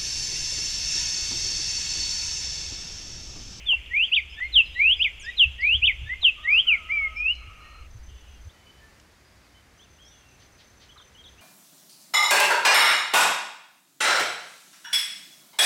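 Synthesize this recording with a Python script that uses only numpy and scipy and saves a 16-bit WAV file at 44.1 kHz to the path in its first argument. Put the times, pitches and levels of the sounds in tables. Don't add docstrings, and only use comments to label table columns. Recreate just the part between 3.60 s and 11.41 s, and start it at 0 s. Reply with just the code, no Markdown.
import sys
import numpy as np
from scipy import signal
from scipy.fft import rfft, irfft, next_fast_len
from scipy.io import wavfile
from scipy.ndimage import uniform_filter1d

SR = 44100
rng = np.random.default_rng(int(sys.argv[2]) if len(sys.argv) > 2 else 0)


def to_wav(sig):
    pcm = np.clip(np.atleast_2d(sig), -1, 1) * 32767
    pcm = np.round(pcm).astype(np.int16)
    wavfile.write(sys.argv[1], SR, pcm.T)


N = 344421
TIME_S = np.arange(N) / SR
ECHO_END_S, RUMBLE_END_S = 4.272, 4.895

# frequency in Hz, relative level in dB.
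AIR_SPECTRUM = [(15, -27.5), (35, -11), (65, 0.0), (130, -10), (250, -14), (500, -16.5), (1000, -19.5),
                (2000, -18), (3000, -24.5), (4200, -25.5), (6300, -27), (8200, -32), (11500, -36),
                (15000, -40)]
# frequency in Hz, relative level in dB.
RUMBLE_SPECTRUM = [(15, -8.5), (30, -10), (52, 1.5), (68, 0), (85, -14.5), (110, -19), (150, -30),
                   (220, -39), (400, -46.5), (1500, -100)]
# time in seconds, level in dB before the overall rumble gain.
RUMBLE_COURSE = [(0.0, -47.5), (0.58, -52.5), (0.79, -51.5), (1.04, -46), (1.71, -48.5), (2.39, -43.5),
                 (2.53, -46), (2.86, -53.5), (3.25, -52.5), (3.56, -46.5), (3.96, -50.5), (4.42, -45.5),
                 (4.7, -52), (4.84, -50.5)]
# start in seconds, level in dB before the soft onset,
# pitch in Hz, decay time constant in seconds.
KNOCKS = [(1.854, -17, 68.3, 0.016), (2.138, -28, 69, 0.048), (2.226, -21.5, 60.8, 0.033),
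          (2.415, -20, 58.3, 0.028), (3.872, -30, 94, 0.012), (4.345, -33, 105.7, 0.02),
          (4.48, -25, 55.3, 0.016), (4.849, -31.5, 89.3, 0.019)]
# start in seconds, level in dB, band centre in Hz,
# decay time constant in seconds.
TAP_EVENTS = [(.129, -36.5, 860, 0.0055), (.798, -47, 1360, 0.0048), (2.63, -37.5, 855, 0.0038),
              (2.537, -36, 2205, 0.0015), (3.75, -54.5, 5200, .009), (5.398, -51.5, 2770, .003),
              (5.398, -54.5, 6130, .004), (7.361, -49.5, 1210, 0.011), (7.398, -48.5, 1340, 0.011)]
# start in seconds, level in dB.
RUSTLE_EVENTS = [(6.785, -57), (6.97, -55), (7.191, -53.5)]
# start in seconds, end in seconds, band centre in Hz,
# mean pulses per second, level in dB before pulsing.
INSECT_TRILLS = [(0, 3.3, 7240, 14, -71), (0, 4.27, 6238, 17, -69), (4.301, 6.3, 4720, 15, -73)]
# start in seconds, end in seconds, seconds from chirp to chirp, mean level in dB.
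CRICKET_BOUTS = [(4.298, 4.85, .127, -58), (6.177, 7.81, .1235, -59)]
# start in seconds, length in seconds,
# fundamental in Hz, mean level in dB, rasp from 0 to 1.
LOW_BIRD_NOTES = [(2.751, 0.25, 614, -52, 0.56), (3.044, .16, 684, -49.5, 0.58),
                  (3.166, 0.24, 638, -50, 0.36), (3.394, 0.16, 638.5, -43.5, .1),
                  (3.748, .52, 634, -53.5, 0.78)]
CALL_KINDS = { "down": (0.22, [1.22, 0.94, .78]), "up": (0.22, [.84, .94, 1, 1.04, 1.06]),
              "arch": (0.19, [0.98, 1, 1, .97]), "held": (0.1, [1, 1]), "sag": (.4, [1.06, 0.98, .94]),
              "buzz": (.9, [1.2, 0.94, .94]), "tilde": (0.18, [.96, .91, 1.04, 1.01, 0.97]),
              "vee": (0.5, [1.15, 1, .88, 1.02, 0.81]), }
# start in seconds, kind, length in seconds,
# reference pitch in Hz, mean level in dB.
CLEAR_CALLS = [ (0.259, "down", 0.022, 2980, -43), (0.366, "down", 0.025, 3050, -37.5),
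               (0.447, "arch", 0.17, 4700, -59), (0.468, "down", 0.027, 3040, -36.5),
               (0.696, "arch", .06, 5150, -53), (.719, "up", .096, 3410, -47),
               (.725, "up", 0.055, 2620, -51), (0.823, "held", 0.066, 4210, -55),
               (1.032, "arch", .12, 5015, -59), (1.053, "sag", 0.028, 4070, -48),
               (1.1, "up", 0.11, 3850, -49), (1.186, "down", 0.064, 4240, -58.5),
               (1.361, "held", 0.094, 4960, -57), (1.594, "down", .074, 6070, -49),
               (1.593, "down", 0.077, 8300, -56), (1.597, "up", .08, 2580, -50),
               (1.605, "up", .12, 3565, -47.5), (2.001, "buzz", 0.09, 4150, -49),
               (2.39, "up", 0.12, 3480, -51.5), (2.794, "up", 0.065, 3600, -50),
               (2.902, "arch", 0.088, 4900, -55), (3.303, "arch", 0.13, 5080, -62.5),
               (3.557, "held", .056, 5320, -52), (3.661, "arch", .1, 4970, -65.5),
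               (3.724, "held", 0.097, 4140, -57.5), (3.986, "held", 0.26, 4160, -61.5),
               (4.036, "held", 0.11, 1860, -57.5), (4.464, "sag", 0.37, 3370, -65),
               (4.466, "sag", .34, 2990, -61), (4.472, "sag", 0.3, 2736, -63),
               (4.893, "up", 0.021, 3550, -57), (4.922, "held", .3, 3024, -64.5),
               (4.93, "held", 0.073, 1950, -62), (4.94, "sag", .17, 2310, -67),
               (5.065, "held", 0.048, 3006, -54), (5.202, "held", .09, 1767, -57.5),
               (5.645, "held", 0.052, 4920, -64), (5.823, "down", 0.09, 4480, -67.5),
               (5.939, "held", 0.081, 3060, -62.5), (6.189, "up", 0.054, 3350, -57),
               (6.224, "down", 0.041, 3270, -60.5), (6.382, "up", 0.0342, 3140, -59),
               (6.404, "arch", 0.088, 3280, -55.5), (6.435, "up", 0.17, 6000, -60),
               (6.472, "sag", 0.18, 3450, -61), (6.502, "sag", 0.28, 2810, -63.5),
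               (7.288, "tilde", 0.048, 3230, -50.5), (7.373, "vee", 0.06, 3620, -50.5),
               (7.545, "tilde", 0.082, 3180, -50.5), (7.636, "vee", 0.064, 3600, -47.5),
               (7.777, "up", 0.065, 2980, -53), ]
# start in seconds, end in seconds, calls per second,
# mean reference pitch in Hz, mean level in dB.
FAINT_CHATTER = [(0, 2.8, 6, 2726, -51), (4.3, 6.7, 2.5, 2320, -69.5)]
# delay in seconds, level in dB.
BRANCH_ECHOES = [(.0031, -25), (.0074, -12.5), (0.0115, -22.5), (0.022, -18.5), (0.033, -24.5),
                 (0.045, -24)]
# whistle pitch in Hz, gain in dB.
THROAT_GAIN = [(1700, -17.5), (1950, -8.5), (2150, -5.5), (2400, -2.5), (2850, -1.13), (3200, -1.8),
               (3550, -3.5), (4200, -17.5)]
SYLLABLE_SHAPES = { "hook": (.027, -13.5, -10, 0.014, 0, [(0, 3582), (.02, 3512), (.075, 2732),
                   (.104, 2700)]), "slur": (0.031, -13, -6, .017, -3.9, [(0, 4218), (.016, 4015),
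                   (.04, 3292), (.06, 2891), (.096, 2545)]),
                   "rise": (.04, -12.5, -8, .019, 0.67, [(0, 1850), (.034, 1970), (.072, 2320),
                   (.115, 2572), (.155, 2900), (.195, 3530)]),
                   "peak": (.046, 0, -8.5, 0.024, .4, [(0, 2310), (.034, 3105), (.047, 3797), (.06, 2630),
                   (.075, 2270), (.1, 1910)]), "low": (.037, -13, -18, 0.014, -4.5, [(0, 1683),
                   (.036, 1790), (.052, 1930), (.08, 2060), (.105, 2124)]),
                   "fall": (0, 0, 0, 0.019, .5, [(0, 3130), (.014, 3028), (.052, 2480), (.1, 2010)]),
                   "drawl": (0, 0, 0, 0.018, 0, [(0, 1935), (.042, 2344), (.065, 2362), (.11, 2255),
                   (.215, 2088)]), "query": (0, 0, 0, 0.035, 13.5, [(0, 2054), (.02, 2376), (.1, 2524),
                   (.18, 3040)]), }
# start in seconds, syllable, length factor, pitch factor,
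# level in dB before throat gain and envelopes.
SONG_NOTES = [ (.055, "hook", 0.99, 1, -14), (.298, "rise", .84, 0.99, -15),
              (.513, "peak", 0.93, 1.02, -13), (.761, "low", 1.04, 1.017, -17),
              (0.919, "slur", 1.07, 0.99, -8), (1.147, "rise", 1.026, 1.009, -12),
              (1.389, "peak", 1, .986, -14.5), (1.627, "low", .82, 0.94, -18),
              (1.762, "slur", 0.98, 0.99, -8.5), (1.979, "rise", 1.004, 1.001, -14),
              (2.216, "peak", 1.06, 0.99, -12.5), (2.453, "low", 0.93, 1, -17),
              (2.61, "slur", .96, .979, -9), (2.831, "rise", 0.96, 0.98, -12), (3.066, "fall", 1, 1, -12),
              (3.286, "drawl", 0.95, 1.002, -18), (3.552, "query", 1.008, .997, -20), ]


def gain_of(db):
    return 10 ** (np.asarray(db) / 20)


def evened(x):
    return x / np.sqrt(np.mean(x ** 2) + 1e-20)


def add(mix, start_s, sound):
    part = mix[max(round(start_s * SR), 0):][:len(sound)]
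    part += sound[:len(part)]


def band_noise(size, centre_hz, width_hz):
    padded = next_fast_len(size + SR // 4)
    hz = np.fft.rfftfreq(padded, 1 / SR)
    bell = np.exp(-2 * ((hz - centre_hz) / width_hz) ** 2)
    return evened(irfft(rfft(rng.standard_normal(padded)) * bell, padded))[:size]


def coloured(spectrum):
    hz, db = np.transpose(spectrum)
    bins_hz = np.fft.rfftfreq(N, 1 / SR)
    shape_db = np.interp(np.log(bins_hz + 1), np.log(hz + 1), db)
    return evened(irfft(rfft(rng.standard_normal(N)) * gain_of(shape_db), N))


def until(end_s):
    return np.clip((end_s - TIME_S) * 200, 0, 1)


def scatter(x, t60_s, onset_s, echoes_per_s=2000):
    t = np.arange(2 * SR) / SR
    signs = rng.choice([-1, 1], len(t))
    echoes = signs * (rng.random(len(t)) < echoes_per_s / SR)
    echoes = echoes * (1 - np.exp(-t / onset_s)) * np.exp(-np.log(1000) * t / t60_s)
    return signal.fftconvolve(x, echoes / np.linalg.norm(echoes))[:N]


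def outdoor_air(level_db=-56, wander_db=0.56):
    return coloured(AIR_SPECTRUM) * gain_of(level_db + wander_db * band_noise(N, 0, 2.1))


def handling(rise_s=0.013, noise_db=-8, rumble_db=3):
    out = coloured(RUMBLE_SPECTRUM) * gain_of(rumble_db + np.interp(TIME_S, *np.transpose(RUMBLE_COURSE)))
    t = np.arange(SR // 3) / SR
    onset = 1 - np.exp(-t / rise_s)
    for start_s, db, hz, decay_s in KNOCKS:
        thud = np.sin(2 * np.pi * hz * t) + gain_of(noise_db) * band_noise(len(t), 89, 52)
        add(out, start_s, gain_of(db) * onset * np.exp(-t / decay_s) * thud)
    return out * until(RUMBLE_END_S)


def noise_swell(db, centre_hz, width_hz, rise_s, decay_s):
    t = np.arange(SR // 4) / SR
    envelope = np.minimum(t / rise_s, 1) * np.exp(-np.maximum(t - rise_s, 0) / decay_s)
    return gain_of(db) * envelope * band_noise(len(t), centre_hz, width_hz)


def taps(width_share=0.44, rise_share=0.3):
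    out = np.zeros(N)
    for start_s, db, centre_hz, decay_s in TAP_EVENTS:
        add(out, start_s, noise_swell(db, centre_hz, width_share * centre_hz, rise_share * decay_s, decay_s))
    for start_s, db in RUSTLE_EVENTS:
        add(out, start_s, noise_swell(db, centre_hz=3640, width_hz=3200, rise_s=0.039, decay_s=0.039))
    return out


def insect_trills(blur_hz=330):
    out = np.zeros(N)
    for start_s, end_s, hz, pulses_per_s, db in INSECT_TRILLS:
        rate = pulses_per_s * (1 + 0.27 * band_noise(N, 0, 4.0))
        pulses = np.sin(np.pi * np.cumsum(rate) / SR) ** 2
        active = (TIME_S > start_s) * (TIME_S < end_s)
        out += gain_of(db) * pulses * band_noise(N, hz, blur_hz) * active
    return out


def cricket(wing_hz=6130, stroke_s=0.021, spacing_s=0.029, arch_hz=130, jitter_s=0.004, uneven_db=1):
    out = np.zeros(N)
    arch = np.sin(np.pi * np.linspace(0, 1, int(stroke_s * SR)))
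    for bout_start_s, bout_end_s, period_s, bout_db in CRICKET_BOUTS:
        for beat_s in np.arange(bout_start_s, bout_end_s, period_s):
            start_s, db = rng.normal([beat_s, bout_db], [jitter_s, uneven_db])
            for k in range(3):
                hz = wing_hz + arch_hz * (arch - 0.75) + 60 * band_noise(len(arch), 0, 530)
                tone = np.sin(2 * np.pi * np.cumsum(hz) / SR)
                add(out, start_s + k * spacing_s, gain_of(db) * np.sqrt(abs(arch)) * tone)
    return out


def low_caller(rasp_depth=0.063, rasp_hz=350, flutter_db=2.5, first_db=-17, third_db=-20):
    out = np.zeros(N)
    for start_s, length_s, hz, db, rasp in LOW_BIRD_NOTES:
        size = int(length_s * SR)
        shaken_hz = hz * (1 + rasp_depth * rasp * band_noise(size, 0, rasp_hz))
        phase = 2 * np.pi * np.cumsum(shaken_hz) / SR
        tone = gain_of(first_db) * np.sin(phase) + np.sin(2 * phase) + gain_of(third_db) * np.sin(3 * phase)
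        level = gain_of(db + flutter_db * band_noise(size, 0, 49))
        add(out, start_s, tone * level * signal.windows.tukey(size, 0.3))
    return out


def far_call(kind, length_s, pitch_hz, db, rasp_depth=0.065, rasp_hz=420, taper=0.2, flutter_db=2.5):
    rasp, steps = CALL_KINDS[kind]
    u = np.linspace(0, 1, int(length_s * SR))
    hz = pitch_hz * np.interp(u, np.linspace(0, 1, len(steps)), steps)
    hz = hz * (1 + rasp_depth * rasp * band_noise(len(u), 0, rasp_hz))
    level = gain_of(db + flutter_db * band_noise(len(u), 0, 49)) * signal.windows.tukey(len(u), taper)
    return level * np.sin(2 * np.pi * np.cumsum(hz) / SR)


def neighbours(chatter_s=0.06, pitch_spread=0.072):
    out = np.zeros(N)
    for start_s, *call in CLEAR_CALLS:
        add(out, start_s, far_call(*call))
    for start_s, end_s, calls_per_s, hz, db in FAINT_CHATTER:
        for slot_s in np.arange(start_s, end_s, 1 / calls_per_s):
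            pitch_hz = hz * (1 + pitch_spread * rng.standard_normal())
            call = far_call(rng.choice(["up", "down"]), chatter_s, pitch_hz, db)
            add(out, slot_s + rng.random() / calls_per_s, call)
    return out


def lingering(db=-47, centre_hz=2650, width_hz=850, t60_s=9.3):
    return gain_of(db - 60 * TIME_S / t60_s) * band_noise(N, centre_hz, width_hz)


def trees(x, crown_db=-23, wood_db=-24.5):
    out = gain_of(crown_db) * scatter(x, t60_s=0.24, onset_s=0.015, echoes_per_s=500)
    out += gain_of(wood_db) * scatter(x, t60_s=3.0, onset_s=0.058, echoes_per_s=230)
    for delay_s, db in BRANCH_ECHOES:
        add(out, delay_s, gain_of(db) * x)
    return out


def syllable(name, stretch, pitch, db, second_db=-64, hiss_db=-59, flutter_db=1.03,
             attack_s=0.022, open_s=0.012, break_s=0.0035, lead_in_left=0.32):
    handover_s, lead_in_db, break_db, release_s, swell_db, path = SYLLABLE_SHAPES[name]
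    path_s, path_hz = np.transpose(path)
    path_s, opens_s = path_s * stretch, handover_s * stretch
    t = np.arange(0, path_s[-1], 1 / SR)
    hz = pitch * uniform_filter1d(np.interp(t, path_s, path_hz), size=240, mode="nearest")
    waver = 1 + 0.002 * band_noise(len(t), 0, 200)
    phase = 2 * np.pi * np.cumsum(hz * waver) / SR
    tone = np.sin(phase) + gain_of(second_db) * np.sin(2 * phase)
    tone += gain_of(hiss_db) * band_noise(len(t), 11500, 3000)
    level_db = db + np.interp(hz, *np.transpose(THROAT_GAIN))
    level_db += swell_db * (t / t[-1] - 0.5) + flutter_db * band_noise(len(t), 0, 89)
    level_db += lead_in_db * np.interp(t, [0, opens_s, opens_s + open_s], [1, lead_in_left, 0])
    level_db += break_db * np.exp(-((t - opens_s) / break_s) ** 2)
    edges = np.minimum(t / attack_s, 1) * np.minimum((t[-1] - t) / release_s, 1)
    return tone * gain_of(level_db) * edges


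def tanager():
    out = np.zeros(N)
    for start_s, name, stretch, pitch, db in SONG_NOTES:
        add(out, start_s, syllable(name, stretch, pitch, db))
    return out


def scene(far_wet_db=-10):
    far = neighbours() + low_caller() + cricket() + insect_trills()
    far = far + gain_of(far_wet_db) * scatter(far, t60_s=0.65, onset_s=0.015)
    song = tanager()
    song = (song + trees(song) + lingering()) * until(ECHO_END_S)
    return (outdoor_air() + handling() + taps() + far + song)[None]


def record(dry, edge_hz=15720):
    low_pass = signal.firwin(1023, edge_hz, window=("kaiser", 9), fs=SR)
    return signal.oaconvolve(dry, low_pass[None], "same")


dry = scene()
out = record(dry)
to_wav(out)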